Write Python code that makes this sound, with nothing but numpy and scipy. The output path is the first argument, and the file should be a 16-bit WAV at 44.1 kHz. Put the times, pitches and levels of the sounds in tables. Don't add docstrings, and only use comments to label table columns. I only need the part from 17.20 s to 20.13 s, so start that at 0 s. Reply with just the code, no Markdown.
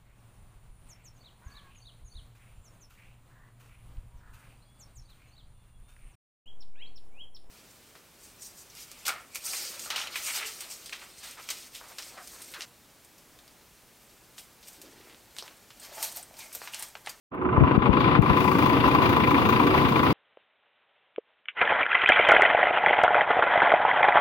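import sys
import numpy as np
from scipy import signal
from scipy.fft import rfft, irfft, next_fast_len
from scipy.io import wavfile
from scipy.ndimage import uniform_filter1d, minimum_filter1d

SR = 44100
rng = np.random.default_rng(int(sys.argv[2]) if len(sys.argv) > 2 else 0)


def unload_audio(sound):
    columns = np.transpose(np.atleast_2d(sound))
    steps = np.round(np.clip(columns, -1, 1) * 32767)
    wavfile.write(sys.argv[1], SR, steps.astype(np.int16))


N = 129213


def undb(db):
    return 10 ** (np.asarray(db) / 20)


def unit(x):
    return x / np.sqrt(np.mean(x ** 2))


def curve(table, order=1):
    rows = np.array(table)
    return np.interp(np.arange(N) / SR, rows[:, 0], rows[:, order])


def bins():
    return np.fft.rfftfreq(2 * next_fast_len(N // 2 + 4096), 1 / SR)


def over_hz(table, order=1):
    rows = np.array(table)
    return np.interp(np.log(bins() + 1), np.log(rows[:, 0]), rows[:, order])


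def filt(x, gain):
    return irfft(rfft(x, 2 * len(gain) - 2) * gain)[..., :N]


def colour(x, db):
    cepstrum = irfft(np.log(undb(db) * np.sqrt(SR / 2)))
    half = len(cepstrum) // 2
    cepstrum[1:half] *= 2
    cepstrum[half + 1:] = 0
    return filt(x, np.exp(rfft(cepstrum)))


def split(x, edges_hz):
    lows = [filt(x, 1 / (1 + (bins() / hz) ** 14)) for hz in edges_hz]
    return np.diff([np.zeros_like(x)] + lows + [x], axis=0)


def walk(rate):
    step = int(SR / rate)
    stairs = np.repeat(rng.standard_normal(N // step + 1), step)
    return unit(uniform_filter1d(stairs, step)[:N])


def add(out, start_s, x):
    i = max(int(start_s * SR), 0)
    if i < N:
        out[..., i:i + x.shape[-1]] += x[..., :N - i]


def firings(cycle):
    return np.searchsorted(cycle, np.arange(int(cycle[-1]) + 1)) / SR


# start_s, level_db
TICK_TIMES = [(0.149, -49), (.235, -51), (.565, -46), (.685, -43), (1.021, -26.5), (1.042, -37)]
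TICK_DECAY_S = .0007


def ticks():
    t = np.arange(SR // 100) / SR
    out = np.zeros((2, N))
    for start, db in TICK_TIMES:
        noise = rng.standard_normal(len(t))
        add(out[0], start, undb(db) * np.exp(-t / TICK_DECAY_S) * noise)
    return out


# pitch_hz, level_db_per_hz
AIR_COLOUR = [(100, -57), (600, -62), (1050, -56.5), (1700, -68.5), (2600, -67), (4200, -75.5),
              (5500, -79.5), (7700, -100), (10000, -85.5), (13500, -90), (15000, -84)]
AIR_RING_SHARE = 0.84
AIR_FLUTTER_DB, AIR_FLUTTER_RATE = 2.08, 25


def air():
    noise = rng.standard_normal((2, N))
    rush = colour(noise, over_hz(AIR_COLOUR) + AIR_RING_SHARE * panels())
    return rush * undb(AIR_FLUTTER_DB * walk(AIR_FLUTTER_RATE))


HUM_TONES = [(7.47, -39), (10.05, -39), (13.62, -36), (17, -43.5)]
HUM_WAVER_DB, HUM_DRIFT = 4.5, 0.00418


def hums(cycle, rate):
    tone = np.zeros(N)
    for multiple, db in HUM_TONES:
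        level = undb(db + HUM_WAVER_DB * walk(6.09))
        drift = HUM_DRIFT * np.cumsum(rate * walk(9)) / SR
        tone += level * np.sin(2 * np.pi * multiple * (cycle + drift))
    return np.sqrt(2) * np.array([tone, np.zeros(N)])


# pitch_hz, level_db_per_hz
RUMBLE_COLOUR = [(45, -67), (80, -49.5), (140, -45.5), (200, -51), (285, -45), (400, -55.5), (500, -54.5),
                 (650, -70), (1200, -88)]
RUMBLE_DB, THROB_DB = -0.5, 1.5


def exhaust(cycle):
    throb = undb(THROB_DB * np.cos(2 * np.pi * (cycle - .2)))
    noise = unit(throb * rng.standard_normal((2, N)))
    return colour(noise, over_hz(RUMBLE_COLOUR) + RUMBLE_DB)


# start_s, level_db, pitch_hz, decay_s
GUST_THUMPS = [(.378, -7, 99, 0.0085), (.408, -2, 153, 0.012), (.423, -4.5, 114, 0.011),
               (.434, -8.5, 121, 0.0098), (.511, -2.5, 510, 0.0015), (.577, 10, 171, 0.0056),
               (.691, 7, 267, 0.0074), (.988, 12, 247, 0.0076), (1.1, -12, 269, 0.013)]
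# pitch_hz, level_db_per_hz
EDDY_COLOUR = [(25, -34), (80, -9), (200, -17), (600, -32.5), (2000, -63), (8000, -121.5)]
GUST_RISE_S, GUST_SAG_S = 0.00078, 0.013
GUST_LOW_HZ, GUST_CUT_HZ, GUST_ROUGH = 64, 34, 0.31


def gusts():
    t = np.arange(SR // 10) / SR
    out = np.zeros((2, N))
    eddies = colour(rng.standard_normal(N), over_hz(EDDY_COLOUR))
    for k, (start, db, hz, decay) in enumerate(GUST_THUMPS):
        pitch = GUST_LOW_HZ + (hz - GUST_LOW_HZ) * np.exp(-t / GUST_SAG_S)
        thump = np.sin(2 * np.pi * np.cumsum(pitch) / SR)
        wave = thump + GUST_ROUGH * eddies[k * len(t):(k + 1) * len(t)]
        shape = (1 - np.exp(-(t / GUST_RISE_S) ** 2)) * np.exp(-t / decay)
        add(out[0], start, undb(db) * wave * shape)
    return signal.sosfilt(signal.butter(2, GUST_CUT_HZ, "high", fs=SR, output="sos"), out)


# pitch_hz, level_db, decay_s, lift_db
COVER_RINGS = [(1013.3, -19, 0.016, 7.5), (1137, -20.5, 0.0077, 2.5), (1312, -24.5, 0.0073, -4.5),
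               (2035, -29, 0.007, 3.5), (2388, -22.5, 0.0063, 1), (2762, -39, .012, 6.5),
               (3420, -38, 0.0086, 3.5), (4734, -30.5, 0.0059, 3)]
PANEL_SHARPNESS = 2.27
COVER_SCATTER_DB, COVER_DETUNE = 3, .011
COVER_LATE_S, COVER_RISE_S = .004, .0016


def panels():
    return sum(lift / (1 + (PANEL_SHARPNESS * decay * (bins() - hz)) ** 2)
               for hz, _, decay, lift in COVER_RINGS)


def covers(cycle):
    t = np.arange(SR // 14) / SR
    out = np.zeros((2, N))
    for hz, db, decay, _ in COVER_RINGS:
        shape = (1 - np.exp(-t / COVER_RISE_S)) * np.exp(-t / decay)
        for start in firings(cycle):
            size, detune = np.clip(rng.standard_normal(2), -2, 1.5)
            late, turn = rng.random(2)
            pitch = hz * (1 + COVER_DETUNE * detune)
            ring = shape * np.sin(2 * np.pi * (pitch * t + turn))
            add(out[0], start + COVER_LATE_S * late, undb(db + COVER_SCATTER_DB * size) * ring)
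    return out


EVEN_WIDTH_HZ = 320


def even(burst):
    spectrum = rfft(burst)
    width = max(int(EVEN_WIDTH_HZ * burst.shape[-1] / SR), 2)
    return irfft(spectrum / np.sqrt(uniform_filter1d(abs(spectrum) ** 2, width)))


# low_clang_db, mids_db, treble_db
CYLINDER_LEVELS = [(-1, 1, -1.5), (-4, 2.3, 2.5), (-1.6, -1.5, 1.5), (-0.2, 1, 3), (-3.7, 2.5, 0.6),
                   (1.3, -1, 0.9)]
CYLINDER_EDGES = [1360, 3200]
# rise_s, decay_s
KNOCK_ENVELOPES = [(0.0079, 0.012), (0.0016, 0.012), (0.001, 0.02)]
# pitch_hz, level_db_per_hz
KNOCK_COLOUR = [(200, -87), (500, -78.5), (700, -69.5), (860, -55.5), (1050, -57.5), (1280, -57.5),
                (1700, -68.5), (2400, -65.5), (3050, -73.5), (3600, -71), (4400, -80.5), (5400, -86.5),
                (6600, -81), (7700, -101), (9500, -89.5), (13500, -85), (15000, -79.5)]
JITTER_S, KNOCK_SCATTER_DB = .0005, 1
REPEAT_SHARE = 0.58
GRAIN_DB = 5


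def grains(length):
    return rng.standard_normal((2, length)) * undb(GRAIN_DB * rng.standard_normal(length))


def knocks(cycle):
    t = np.arange(SR // 10) / SR
    shapes = np.array([(1 - np.exp(-t / rise)) * np.exp(-t / decay) for rise, decay in KNOCK_ENVELOPES])
    shapes /= np.sqrt(np.mean(shapes ** 2, axis=1, keepdims=True))
    common = grains(len(t))
    own = [grains(len(t)) for _ in CYLINDER_LEVELS]
    out = np.zeros((len(shapes), 2, N))
    for k, start in enumerate(firings(cycle)):
        cylinder = k % len(CYLINDER_LEVELS)
        late, size = rng.standard_normal(2)
        repeated = np.sqrt(REPEAT_SHARE / 2) * (common + own[cylinder])
        burst = repeated + np.sqrt(1 - REPEAT_SHARE) * grains(len(t))
        for band, shape, db in zip(out, shapes, CYLINDER_LEVELS[cylinder]):
            knock = even(burst * shape) * undb(db + KNOCK_SCATTER_DB * size)
            add(band, start + JITTER_S * late, knock)
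    clatter = sum(split(unit(band), CYLINDER_EDGES)[k] for k, band in enumerate(out))
    return colour(clatter, over_hz(KNOCK_COLOUR) + panels())


RING_EDGES = [1096, 1826, 2850, 4010]
RING_WANDER_DB = 2.4


def rattle(x):
    return sum(band * undb(RING_WANDER_DB * walk(39.27)) for band in split(x, RING_EDGES))


# pitch_hz, level_against_left_db, likeness_0_to_1
RIGHT_SIDE = [(60, -6.5, 0.6), (119, -5, 0.51), (335, 0, 1), (690, -0.5, 0.05), (960, -8.5, 0.85),
              (1265, 0.5, 0.5), (2490, -4.5, 0.34), (3300, -10, 0.16), (4540, -23.5, 0), (5800, -43, .1),
              (9600, -17.5, 0.9), (12500, -45.5, .1), (15000, -49, .1)]
RIGHT_LAG_S = 0.00019


def microphones(pair):
    direct, diffuse = pair
    like = np.clip(over_hz(RIGHT_SIDE, order=2), 0, 1)
    shade = undb(over_hz(RIGHT_SIDE)) * np.exp(-2j * np.pi * bins() * RIGHT_LAG_S)
    right = filt(direct, shade * like) + filt(diffuse, shade * np.sqrt(1 - like ** 2))
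    return np.array([direct, right])


# time_s, level_db, extra_db_above_MIDS_HZ
SWELL_LEVELS = [(.095, -101, -5), (.12, -17, -7.5), (.22, -3.5, -8), (.34, 2, -7), (.45, 1.5, -5.5),
                (.8, 1, -1.5), (1.25, 0, -0.5), (1.55, 1.5, -0.5), (2.2, 1, 0), (2.93, 1.5, -0.5)]
# time_s, level_db, extra_low_treble_db, extra_high_treble_db
LEFT_OPENING = [(.15, -4.5, -20, -27.5), (.33, -6, -28, -20), (.45, -2.5, -5.5, -17), (.7, 3, -6, -18.5),
                (.8, 1, 2.5, -14.5), (1.01, 1.5, -2.5, -16.5), (1.025, 1.5, -3, -9.5), (1.13, 0, 1.5, -8),
                (1.24, 2, -2.5, -2), (1.55, 0, 0.5, -6), (2.93, -0.5, 1, -4.5)]
# time_s, level_db
HISS_LEVELS = [(.85, -5.5), (1.2, 2)]
MIDS_HZ, LOW_TREBLE_HZ, TREBLE_HZ, TOP_HISS_HZ = 1690, 3080, 4470, 13400


def left_gain(order):
    return undb(np.array([curve(LEFT_OPENING, order=order), np.zeros(N)]))


def swell(x):
    low, mids, low_treble, treble, hiss = split(x, (MIDS_HZ, LOW_TREBLE_HZ, TREBLE_HZ, TOP_HISS_HZ))
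    high_treble = treble + hiss * undb(curve(HISS_LEVELS))
    top = mids + low_treble * left_gain(2) + high_treble * left_gain(3)
    brightened = low + top * undb(curve(SWELL_LEVELS, order=2))
    return undb(curve(SWELL_LEVELS)) * left_gain(1) * brightened


# time_s, firings_per_second
ENGINE_SPEED = [(0, 26.75), (1, 27.47), (1.8, 27.75), (2.93, 27.72)]
FIRST_FIRING_S = .026


def scene():
    rate = curve(ENGINE_SPEED)
    cycle = np.cumsum(rate) / SR - FIRST_FIRING_S * rate[0]
    bus = air() + hums(cycle, rate) + exhaust(cycle) + covers(cycle) + rattle(knocks(cycle))
    return ticks() + gusts() + swell(microphones(bus))


LOW_CUT_HZ, TOP_HZ = 56, 15850
LIMIT_DB, LIMIT_RELEASE_S, LOOKAHEAD_S = -1.7, 0.018, .005


def record(dry):
    dry = signal.sosfilt(signal.butter(2, LOW_CUT_HZ, "high", fs=SR, output="sos"), dry)
    peak = abs(dry).max(axis=0)
    over = np.maximum(np.log(peak / undb(LIMIT_DB) + 1e-12), 1e-12)
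    fall = np.arange(N) / SR / LIMIT_RELEASE_S
    held = np.exp(np.maximum.accumulate(np.log(over) + fall) - fall)
    ahead = int(LOOKAHEAD_S * SR) + 1
    lowest = minimum_filter1d(np.exp(-held), 2 * ahead)
    gain = uniform_filter1d(lowest, 2 * ahead)
    return signal.sosfilt(signal.ellip(10, .2, 70, TOP_HZ, fs=SR, output="sos"), dry * gain)


dry = scene()
out = record(dry)
unload_audio(out)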